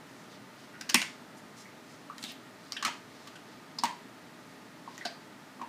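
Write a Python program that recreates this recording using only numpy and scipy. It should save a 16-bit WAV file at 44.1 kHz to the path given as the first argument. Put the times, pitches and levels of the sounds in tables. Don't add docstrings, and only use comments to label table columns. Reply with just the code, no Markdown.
import sys
import numpy as np
from scipy import signal
from scipy.fft import rfft, irfft
from scipy.io import wavfile

SR = 44100
rng = np.random.default_rng(int(sys.argv[2]) if len(sys.argv) > 2 else 0)


def persist_wave(psi):
    counts = np.round(np.clip(psi, -1, 1) * 32767).astype(np.int16)
    wavfile.write(sys.argv[1], SR, np.atleast_2d(counts).T)


N = 250488
HIT = 4096

# (frequency [Hz], relative level [dB])
AIR_SPECTRUM = [(18, -60), (30, -32), (75, -21), (108, -12), (249, -3), (379, -9), (410, -3.5), (709, -11),
                (787, -12), (1230, -14), (1330, -12.5), (1970, -16), (3070, -21.5), (4090, -22),
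                (15500, -38)]
# (centre [Hz], width [Hz], gain [dB])
AIR_RESONANCES = [(81, 30, -4.5), (116, 14, 1.5), (153.5, 33, 2), (291, 143, 3), (495, 187, -6),
                  (614, 44, 5), (880.5, 27, 6), (1229, 36, 7), (1890, 200, 2.5)]
# (middle [s], length [s], level [dB], pocket pitch [Hz])
CHEW_STROKES = [ (.18, .25, -67, 6000), (0.334, 0.077, -58.5, 3850), (0.618, 0.1, -61, 4000),
                (.75, 0.033, -54, 1590), (1.382, 0.035, -59.5, 6800), (1.60, 0.073, -55, 5700),
                (1.91, 0.15, -64.5, 5500), (2.25, 0.13, -57, 7400), (2.30, .045, -46.5, 3460),
                (2.321, .007, -51, 14400), (2.665, .14, -62, 4500), (3.214, .29, -63, 4500),
                (3.518, .15, -64, 4000), (4.508, .15, -70, 6500), (4.965, 0.2, -59.5, 4140), ]
# (time [s], length [s], snap level [dB], mouth pitch [Hz], mouth level [dB],
# splinter pitch [Hz], splinter level [dB])
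BONE_CRACKS = [ (0.810, .004, -43, 1610, -47.5, 5000, -47.5), (0.891, 0.0064, -40, 1670, -52, 4300, -40),
               (0.8959, 0.005, -34, 1700, -39.5, 5030, -36), (0.9429, 0.0026, -25, 1040, -46, 8700, -29.5),
               (0.945, 0.0027, -22, 1063, -32, 4900, -35), (0.9474, 0.0029, -33, 2010, -30, 2680, -28),
               (1.016, 0.0055, -32.5, 1560, -44.5, 2980, -57), (2.181, 0.003, -49, 1840, -56, 3520, -59),
               (2.225, 0.0083, -46, 1290, -65, 3830, -50), (2.238, .005, -41, 1250, -67, 3850, -47),
               (2.721, 0.0024, -42, 1210, -50.5, 4770, -37.5), (2.765, 0.0094, -51, 1720, -41, 3130, -39.5),
               (2.825, 0.0074, -36, 1105, -38, 1720, -41.5), (2.848, 0.0081, -30, 1274, -32, 2450, -40),
               (2.86, 0.019, -36, 1150, -40.5, 1760, -41), (2.88, 0.0017, -50, 963, -38.5, 3000, -46),
               (3.271, 0.0088, -50, 1150, -51.5, 3670, -73), (3.353, 0.014, -55.5, 1510, -57, 3080, -59),
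               (3.7853, 0.0061, -48, 1000, -47, 4600, -36), (3.835, 0.0065, -32.5, 968, -23.5, 4040, -48),
               (3.8536, 0.0038, -37.5, 940, -42, 2020, -45), (4.979, 0.0012, -49, 1940, -52, 4400, -68),
               (5.0502, 0.0083, -44.5, 1606, -41, 4500, -47), (5.054, 0.0036, -49, 695, -39.5, 3930, -39),
               (5.615, 0.006, -56, 990, -39, 2670, -57), ]
# (frequency [Hz], gain [dB])
SNAP_SPECTRUM = [(150, -25), (550, -6), (900, 1.5), (1500, -2), (2200, 5.5), (3300, 7), (5400, 4.5),
                 (7000, 3), (8400, 0.5), (9500, 0), (11500, -1), (16000, 10)]
# (time [s], thud level [dB], squeeze rise [s], squeeze level [dB], pocket pitch [Hz])
FULL_BITES = [ (0.945, -28.5, 0.041, -45.5, 2150), (2.238, -48, 0.015, -48, 3700),
              (2.853, -43.5, 0.013, -50, 1790), (3.836, -39.5, .012, -64, 1920),
              (5.054, -47, 0.0096, -40.5, 4700), (5.617, -48.5, 0.01, -64, 1880), ]
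# (time [s], cavity pitch [Hz], level [dB], ring time [s])
SUCTION_POPS = [ (1.6555, 2130, -54.5, 0.0037), (2.0988, 1180, -42, 0.004), (4.8758, 1020, -41, 0.0065),
                (5.0117, 1900, -45, 0.0027), (5.596, 1060, -50.5, 0.0032), (5.6132, 996, -38, 0.007),
                (5.6242, 967, -37.5, 0.013), ]
# (delay [s], gain [dB])
EARLY_REFLECTIONS = [(.0026, -7.5), (.0085, -4), (0.013, -11)]
# (band [Hz], time to fall 60 dB [s], level against the direct sound [dB])
TAIL_BANDS = [(198, 0.17, -3.5), (470, 0.25, 2), (1130, 0.31, -2.5), (1920, 0.3, 2), (3970, 0.4, -5.5),
              (7960, 0.32, -6), (14000, 0.22, -8.5)]


def undb(db):
    return 10 ** (np.asarray(db) / 20)


def level(x, db):
    return x * undb(db) / np.sqrt(np.mean(x ** 2))


def strength(x, db):
    return x * undb(db) / np.sqrt(np.sum(x ** 2) / (SR / 100) + 1e-18)


def add(out, start_s, x):
    i = max(int(start_s * SR), 0)
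    out[i:i + len(x)] += x[:max(len(out) - i, 0)]


def along(points, hz):
    f, value = np.transpose(points)
    return np.interp(np.log(hz + 1), np.log(f), value)


def ring(x, hz, width_hz):
    hz = min(hz, 0.45 * SR)
    return signal.lfilter(*signal.iirpeak(hz, hz / width_hz, fs=SR), x)


def causal(db):
    cepstrum = irfft(np.log(undb(db)))
    half = len(cepstrum) // 2
    cepstrum[1:half] *= 2
    cepstrum[half + 1:] = 0
    return irfft(np.exp(rfft(cepstrum)))


def clicks(count, per_s, spread_db):
    timing, loudness, polarity = rng.random((count, 3)).T
    size = undb(-spread_db * np.log(loudness * 0.98 + 0.02))
    return (timing < per_s / SR) * size * np.sign(polarity - 0.5)


def swell(t, rise_s):
    return (t / rise_s * np.exp(1 - t / rise_s)) ** 2


def tone(t, hz, rise_s, fall_s):
    return np.sin(2 * np.pi * hz * t) * (1 - np.exp(-(t / rise_s) ** 2)) * np.exp(-t / fall_s)


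def appliance(hum_hz=120):
    t, hz = np.arange(N) / SR, np.fft.rfftfreq(N, 1 / SR)
    bumps_db = sum(db * np.exp(-2 * ((hz - f) / width) ** 2) for f, width, db in AIR_RESONANCES)
    colour = undb(along(AIR_SPECTRUM, hz) + bumps_db)
    air = irfft(rfft(rng.standard_normal(N)) * colour, N)
    hum = np.sin(2 * np.pi * hum_hz * t)
    return level(air, db=-51) + level(hum, db=-74)


def squelch(count, hz, width_hz):
    bursts = clicks(count, per_s=3400, spread_db=3)
    return ring(ring(bursts, hz, width_hz), hz, width_hz=hz)


def chews():
    out, count = np.zeros(N), SR // 2
    for middle, length, db, pocket_hz in CHEW_STROKES:
        start = max(middle - count / SR / 2, 0)
        t = start + np.arange(count) / SR
        pressure = np.exp(-4.5 * ((t - middle) / length) ** 2)
        fizz = squelch(count, pocket_hz, width_hz=0.74 * pocket_hz)
        add(out, start, level(fizz, db) * pressure)
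    return out


def snap(fractures, edge_hz):
    hz = np.fft.rfftfreq(HIT, 1 / SR)
    muffle_db = 10 * np.log10(1 + (hz / edge_hz) ** 8)
    colour = causal(along(SNAP_SPECTRUM, hz) - muffle_db)
    return signal.fftconvolve(fractures, colour)[:len(fractures)]


def cracks():
    out, t = np.zeros(N), np.arange(HIT) / SR
    for start, length, snap_db, mouth_hz, mouth_db, splinter_hz, splinter_db in BONE_CRACKS:
        fractures = clicks(HIT, per_s=12000, spread_db=3.5) * swell(t, rise_s=0.42 * length)
        attack = snap(fractures, edge_hz=9400 * (splinter_hz / 4600) ** 0.21)
        splinter = ring(fractures, splinter_hz, width_hz=0.18 * splinter_hz)
        splinter = ring(splinter, splinter_hz, width_hz=0.66 * splinter_hz)
        mouth = sum(gain * tone(t, hz, rise_s=0.29 * length, fall_s=2.6 / hz)
                    for hz, gain in [(mouth_hz, 1), (1.744 * mouth_hz, 0.3)])
        body = strength(splinter, splinter_db) + strength(mouth, mouth_db)
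        add(out, start, strength(attack, snap_db) + body)
    return out


def bites(jaw_hz=230, crumbs_vs_meat_db=-8.5):
    out, count = np.zeros(N), SR // 2
    t = np.arange(count) / SR
    for start, thud_db, rise_s, squeeze_db, pocket_hz in FULL_BITES:
        thud = np.sin(2 * np.pi * jaw_hz * t) * swell(t, rise_s=0.0034)
        meat = squelch(count, pocket_hz, width_hz=0.12 * pocket_hz)
        crumbs = snap(clicks(count, per_s=450, spread_db=5), edge_hz=4500)
        squeeze = level(meat, squeeze_db) + level(crumbs, squeeze_db + crumbs_vs_meat_db)
        add(out, start, strength(thud, thud_db) + squeeze * swell(t, rise_s))
    return out


def pops():
    out, t = np.zeros(N), np.arange(HIT) / SR
    for start, cavity_hz, db, ring_s in SUCTION_POPS:
        pitch = cavity_hz * (1 + 0.14 * (np.tanh(t / ring_s) - 0.5))
        pop = np.sin(2 * np.pi * np.cumsum(pitch) / SR) * swell(t, rise_s=0.4 * ring_s)
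        add(out, start, strength(pop, db))
    return out


def tail(build_s=0.0014):
    count = SR // 2
    t, hz = np.arange(count) / SR, np.fft.rfftfreq(count, 1 / SR)
    noise, response = rfft(rng.standard_normal(count)), np.zeros(count)
    centres_hz = np.array(TAIL_BANDS)[:, 0]
    for (_, t60, db), share in zip(TAIL_BANDS, np.eye(len(TAIL_BANDS))):
        band = irfft(noise * along(np.c_[centres_hz, share], hz), count)
        decay = undb(-60 * t / t60) * (1 - np.exp(-(t / build_s) ** 2))
        response += undb(db) * band * decay / np.sqrt(np.sum(decay ** 2))
    return response


def room(direct, outward, dull_hz=3500):
    hz = np.fft.rfftfreq(HIT, 1 / SR)
    bounce = causal(-10 * np.log10(1 + (hz / dull_hz) ** 2))
    early = np.r_[1.0, np.zeros(HIT)]
    for delay, db in EARLY_REFLECTIONS:
        add(early, delay, undb(db) * bounce)
    diffuse = sum(signal.fftconvolve(x, tail())[:N] for x in outward) / np.sqrt(len(outward))
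    return signal.fftconvolve(direct, early)[:N] + diffuse


def scene():
    wet = pops() + bites() + chews()
    dog = room(direct=cracks() + wet, outward=[cracks() + wet for _ in range(3)])
    low_cut = signal.butter(4, 142, "high", fs=SR, output="sos")
    return (signal.sosfilt(low_cut, dog) + appliance())[None]


def record(dry):
    high_cut = signal.ellip(10, 0.2, 70, 15450, fs=SR, output="sos")
    return signal.sosfilt(high_cut, dry)


dry = scene()
out = record(dry)
persist_wave(out)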